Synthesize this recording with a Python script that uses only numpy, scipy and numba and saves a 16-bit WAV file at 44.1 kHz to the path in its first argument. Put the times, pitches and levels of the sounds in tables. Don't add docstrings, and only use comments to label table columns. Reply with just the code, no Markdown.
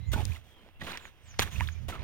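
import sys
import numpy as np
from scipy import signal
from scipy.fft import rfft, irfft, next_fast_len
from scipy.io import wavfile
from scipy.ndimage import uniform_filter1d
from numba import njit

SR = 44100
rng = np.random.default_rng(int(sys.argv[2]) if len(sys.argv) > 2 else 0)


def pcm_store(signal):
    levels = np.round(np.clip(np.atleast_2d(signal), -1, 1) * 32767)
    wavfile.write(sys.argv[1], SR, levels.astype(np.int16).T)


N = 89655
TIME = np.arange(N) / SR


def undb(db):
    return 10 ** (np.asarray(db) / 20)


def unit_rms(x):
    return x / np.sqrt(np.mean(x ** 2) + 1e-20)


def curve(table, size, column=1):
    points = np.array(table, float)
    return np.interp(np.log(np.fft.rfftfreq(size, 1 / SR) + 1), np.log(points[:, 0]), points[:, column])


def coloured(x, colour):
    size = next_fast_len(len(x))
    return unit_rms(irfft(rfft(x, size) * undb(curve(colour, size)), size)[:len(x)])


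def wander(rate_hz):
    return np.interp(TIME * rate_hz, np.arange(1024), rng.standard_normal(1024))


def add(out, start_s, x):
    i = int(np.clip(start_s * SR, 0, N - 1))
    out[i:i + len(x)] += x[:N - i]


def wind():
    # t/s, level/dB
    gusts = [(0, -32.5), (0.059, -39), (0.078, -25.5), (.17, -24), (.24, -28.5), (0.313, -25), (.345, -37),
             (.41, -49), (.55, -59.5), (.78, -58), (.83, -42.5), (.93, -55), (1.05, -54.5), (1.2, -62),
             (1.25, -50), (1.37, -47), (1.41, -33.5), (1.46, -32.5), (1.51, -44), (1.57, -27.5),
             (1.619, -24.5), (1.72, -34), (1.90, -33.5), (1.94, -46), (2.01, -31.5)]
    # f/Hz, gain/dB
    colour = [(20, -44), (40, -9), (60, -6), (80, 2), (100, -5), (140, -13.5), (200, -22), (300, -39.5),
              (600, -45.5), (2000, -70)]
    strength = undb(np.interp(TIME, *np.array(gusts).T))
    eddies = np.array([coloured(rng.standard_normal(N), colour) for _ in range(2)])
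    eddies /= np.sqrt(uniform_filter1d(eddies ** 2, size=2200) + 0.017)
    return eddies * strength * undb([[-21.5], [0]])


def river():
    # f/Hz, gain/dB
    colour = [(40, 12.5), (100, -4.5), (250, -2), (600, -3.5), (1200, -8), (2200, -9), (3300, -7),
              (4300, -22), (7000, -28.5), (10000, -28.5), (15000, -22)]
    wash = rng.standard_normal(N) * undb(0.5 * wander(rate_hz=24.42))
    return undb(-62) * coloured(wash, colour)


def rustle():
    # t/s, level/dB
    swell = [(0, -69.5), (.45, -72.5), (.75, -86), (1.201, -72.5), (1.29, -60.5), (1.37, -60.5),
             (1.55, -58), (1.72, -58), (1.86, -67), (2.03, -67)]
    # f/Hz, gain/dB
    colour = [(300, -6), (1500, 6), (3000, 5), (4500, -1), (6400, 1.5), (7600, -16), (15000, -15)]
    hiss = rng.standard_normal(N) * undb(2.5 * wander(rate_hz=90))
    return coloured(hiss, colour) * undb(np.interp(TIME, *np.array(swell).T))


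def birds():
    # t/s, length/s, first f/Hz, middle f/Hz, last f/Hz, direct level/dB
    calls = [(0.048, 0.068, 6200, 6980, 5900, -67), (-.04, 0.24, 2054, 2065, 2030, -63.5),
             (-.04, 0.13, 3870, 3905, 4140, -65.5), (.41, .24, 3440, 3245, 3105, -67.5),
             (0.731, 0.053, 2600, 2675, 2860, -66), (0.977, 0.12, 7820, 7120, 5830, -66),
             (1.2, 0.17, 9200, 7220, 5080, -67.5), (1.272, 0.054, 6830, 6390, 5400, -58.5),
             (1.501, .06, 7340, 6490, 5600, -55), (1.707, 0.029, 5960, 6350, 6600, -57.5),
             (1.723, 0.058, 2415, 2390, 2390, -62.5)]
    echo_db, echo_decay_s = 4, 0.011
    direct = np.zeros(N)
    waver = 1 + .028 * wander(rate_hz=480)
    for start, length, first, middle, last, db in calls:
        progress = np.clip((TIME - start) / length, 0, 1)
        hz = np.polyval(np.polyfit([0, .5, 1], [first, middle, last], 2), progress) * waver
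        swell = np.sin(np.pi * progress ** 1.6)
        direct += undb(db) * swell * np.sin(2 * np.pi * np.cumsum(hz) / SR)
    tails = rng.standard_normal((2, 6000)) * np.exp(-TIME[:6000] / echo_decay_s)
    echoes = np.array([signal.fftconvolve(direct, tail / np.linalg.norm(tail))[:N] for tail in tails])
    return direct + undb(echo_db) * echoes


@njit
def ring(starts, hz, cycles, size, out):
    for k in range(len(starts)):
        life, phase = cycles[k] * SR / hz[k], 0.
        for i in range(min(int(5 * life), len(out) - starts[k])):
            phase += 2 * np.pi * hz[k] / SR * (1 + .04 * i / life)
            out[starts[k] + i] += size[k] * np.exp(-i / life) * np.sin(phase)
    return out


def grains(low_hz, high_hz, decay_cycles, spread_db, count):
    when, pitch, life, rank = rng.random((count, 4)).T
    hz = low_hz * (high_hz / low_hz) ** pitch
    size = np.sqrt(hz) * undb(-spread_db * np.log(np.maximum(rank, .02)))
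    stream = ring((when * N).astype(np.int64), hz, decay_cycles * (.5 + life), size, np.zeros(N))
    return stream / np.sqrt(uniform_filter1d(stream ** 2, size=900) + 0.0011 * np.mean(stream ** 2))


def squelches():
    # t/s, length/s, mud level/dB, water level/dB, spray level/dB
    presses = [(0.116, 0.017, -54, -55, -43.5), (.130, 0.0068, -43, -41.5, -37.5),
               (0.134, 0.0056, -37, -43.5, -68), (0.154, 0.064, -42, -49, -51),
               (0.223, 0.14, -60.5, -57.5, -55), (0.434, 0.097, -70, -85, -68.5),
               (0.558, 0.077, -61.5, -69, -78), (0.631, 0.058, -58.5, -71, -91),
               (0.794, 0.016, -58.5, -59.5, -69), (0.807, 0.018, -46.5, -46, -58),
               (0.832, 0.029, -48.5, -49.5, -53.5), (.862, 0.06, -45.5, -42, -51),
               (0.927, 0.033, -53.5, -44, -57.5), (0.972, 0.0046, -54, -47.5, -53.5),
               (0.984, 0.098, -61, -56, -64), (1.395, 0.0051, -42, -32, -29.5),
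               (1.411, 0.0045, -56, -41, -51), (1.418, 0.0076, -65, -30, -31.5),
               (1.438, .045, -50.5, -49.5, -53), (1.504, 0.13, -60.5, -54, -52),
               (1.616, 0.073, -70, -59, -55.5), (1.881, 0.026, -42.5, -47, -47),
               (1.915, 0.043, -47, -49.5, -58.5), (1.969, 0.084, -53, -54, -88)]
    # f/Hz, gain/dB
    mud_colour = [(150, 0), (300, 1), (500, 1.5), (750, 0), (1200, -2), (3000, 19)]
    # f/Hz, gain/dB
    spray_colour = [(3500, 9.5), (4800, -3), (6300, 5), (7600, -1), (10000, -2.5), (15000, 2.5)]
    attack_s, release_s = 0.0013, 0.0092
    mud = grains(low_hz=166.5, high_hz=1130, decay_cycles=0.98, spread_db=4.7, count=2000)
    water = grains(low_hz=895, high_hz=4136, decay_cycles=3.74, spread_db=4.4, count=6000)
    spray = grains(low_hz=3240, high_hz=16000, decay_cycles=2.07, spread_db=4.45, count=16000)
    streams = [coloured(mud, mud_colour), water, coloured(spray, spray_colour)]
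    power = np.zeros((3, N))
    for start, length, *levels in presses:
        age = TIME - start
        ease_s = 0.097 * length
        rise = np.clip(age / (attack_s + ease_s), 0, 1)
        fall = np.exp(-np.maximum(age - length, 0) / (release_s + ease_s))
        power += (undb(levels)[:, None] * rise * fall) ** 2
    return (np.sqrt(power) * streams).sum(0)


def bubbles():
    # t/s, level/dB, f/Hz, decay/s, glide/(octaves per s)
    pockets = [(0.138, -31, 1452, .009, 2), (.160, -34, 877, 0.01, 6.5), (.177, -31.5, 868, 0.011, -6),
               (.197, -30.5, 805, 0.0093, 10), (.320, -38.5, 2356, 0.0038, 21),
               (.351, -41.5, 2840, 0.0035, -2), (.361, -40.5, 2060, 0.0035, -5),
               (0.369, -44, 1400, 0.0026, -18), (.8145, -32, 1878, 0.0062, 4),
               (1.475, -30, 1720, 0.0016, 5), (1.557, -40, 2450, 0.0029, 8), (1.561, -36, 2550, .004, 21),
               (1.601, -23, 2220, 0.001, -1), (1.608, -26.5, 875, 0.0084, 23.5),
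               (1.616, -37, 1870, 0.0063, -24), (1.618, -40, 2850, 0.0036, 1),
               (1.625, -40, 1780, 0.0047, -6), (1.641, -46, 2250, 0.0045, -4),
               (1.674, -30.5, 3220, 0.0023, 105), (1.687, -38.5, 1540, 0.0037, 16),
               (1.925, -38, 1367, 0.024, -6), (1.96, -32, 1220, 0.0028, 6)]
    attack_s = 0.00058
    out, t = np.zeros(N), TIME[:3000]
    for start, db, hz, decay_s, glide in pockets:
        phase = 2 * np.pi * np.cumsum(hz * 2 ** np.clip(glide * t, -1, 1)) / SR
        envelope = np.minimum(t / attack_s, 1) * np.exp(-t / decay_s)
        add(out, start, undb(db) * envelope * np.sin(phase))
    return out


def burst(hz, octaves, decay_s):
    t = TIME[:4096]
    tail = np.exp(-t / decay_s) * rng.standard_normal(len(t))
    push = (t == 0) + 0.79 * tail / np.linalg.norm(tail)
    edges = np.clip([hz / 2 ** octaves, hz * 2 ** octaves], 20, SR * .45)
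    band = signal.sosfilt(signal.butter(2, edges, "band", fs=SR, output="sos"), push)
    return band / np.abs(band).max()


def thuds():
    out = np.zeros(N)
    for start, db in [(0.162, -29.5), (.824, -31.5), (.846, -37.5), (1.393, -22.5), (1.887, -41)]:
        add(out, start, undb(db) * burst(hz=139, octaves=0.91, decay_s=0.0068))
    return out


def ticks():
    out, pan_db = np.zeros(N), 22
    for start, db in [(0.2535, -26.5), (0.335, -44.5)]:
        add(out, start, undb(db) * burst(hz=5600, octaves=0.69, decay_s=0.00015))
    out = signal.sosfilt(signal.butter(4, 2500, "high", fs=SR, output="sos"), out)
    return out * undb([[pan_db / 2], [-pan_db / 2]])


def snaps():
    # t/s, level/dB, centre f/Hz, half-width/octaves, decay/s
    cracks = [(0.9737, -25.5, 2820, 0.82, 0.0036), (1.054, -30.5, 1400, 0.63, .0007),
              (1.390, -20, 3420, 0.78, 0.00034), (1.3935, -13, 700, 1.52, 0.0008),
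              (1.3938, -8.5, 3700, 0.45, 0.00061), (1.411, -23, 1660, 0.58, 0.0014),
              (1.608, -19.5, 1550, 0.84, 0.00094), (1.688, -26.5, 1760, 0.53, .0006),
              (1.8895, -24.5, 1490, 2.66, 0.0024), (1.9541, -34, 920, 0.72, 0.00026)]
    out = np.zeros(N)
    for start, db, hz, octaves, decay_s in cracks:
        add(out, start, undb(db) * burst(hz, octaves, decay_s))
    return out


def microphones(point_sounds, make_spread):
    # f/Hz, left minus right level/dB, left lead/rad, scattered share of power
    ports = [(93, 3, -2, 0.029), (370, -3, 0.96, 0.032), (700, 0, 0.5, 0.018), (1400, -5, 1.23, 0.043),
             (2310, -10.5, 0.83, 0.25), (3700, -6, 2, 0.31), (5170, -0.5, 7, 0.47),
             (9100, 12.5, 10.5, 0.75), (16200, 0, 14.5, 0.75)]
    size = 2 * N
    balance_db, lead, scattered = (curve(ports, size, column) for column in (1, 2, 3))
    common = rfft(point_sounds, size) + np.sqrt(1 - scattered) * rfft(make_spread(), size)
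    channels = []
    for side in (1, -1):
        own = np.sqrt(scattered) * rfft(make_spread(), size)
        heard = common * np.exp(.5j * side * lead) + own
        channels.append(irfft(heard * undb(side * balance_db / 2))[:N])
    return np.array(channels)


def spread_sounds():
    return squelches() + rustle() + river()


def scene():
    point_sounds = snaps() + thuds() + bubbles()
    return microphones(point_sounds, spread_sounds) + ticks() + birds() + wind()


def record(dry):
    return signal.sosfilt(signal.ellip(8, .2, 70, 16200, fs=SR, output="sos"), dry)


dry = scene()
out = record(dry)
pcm_store(out)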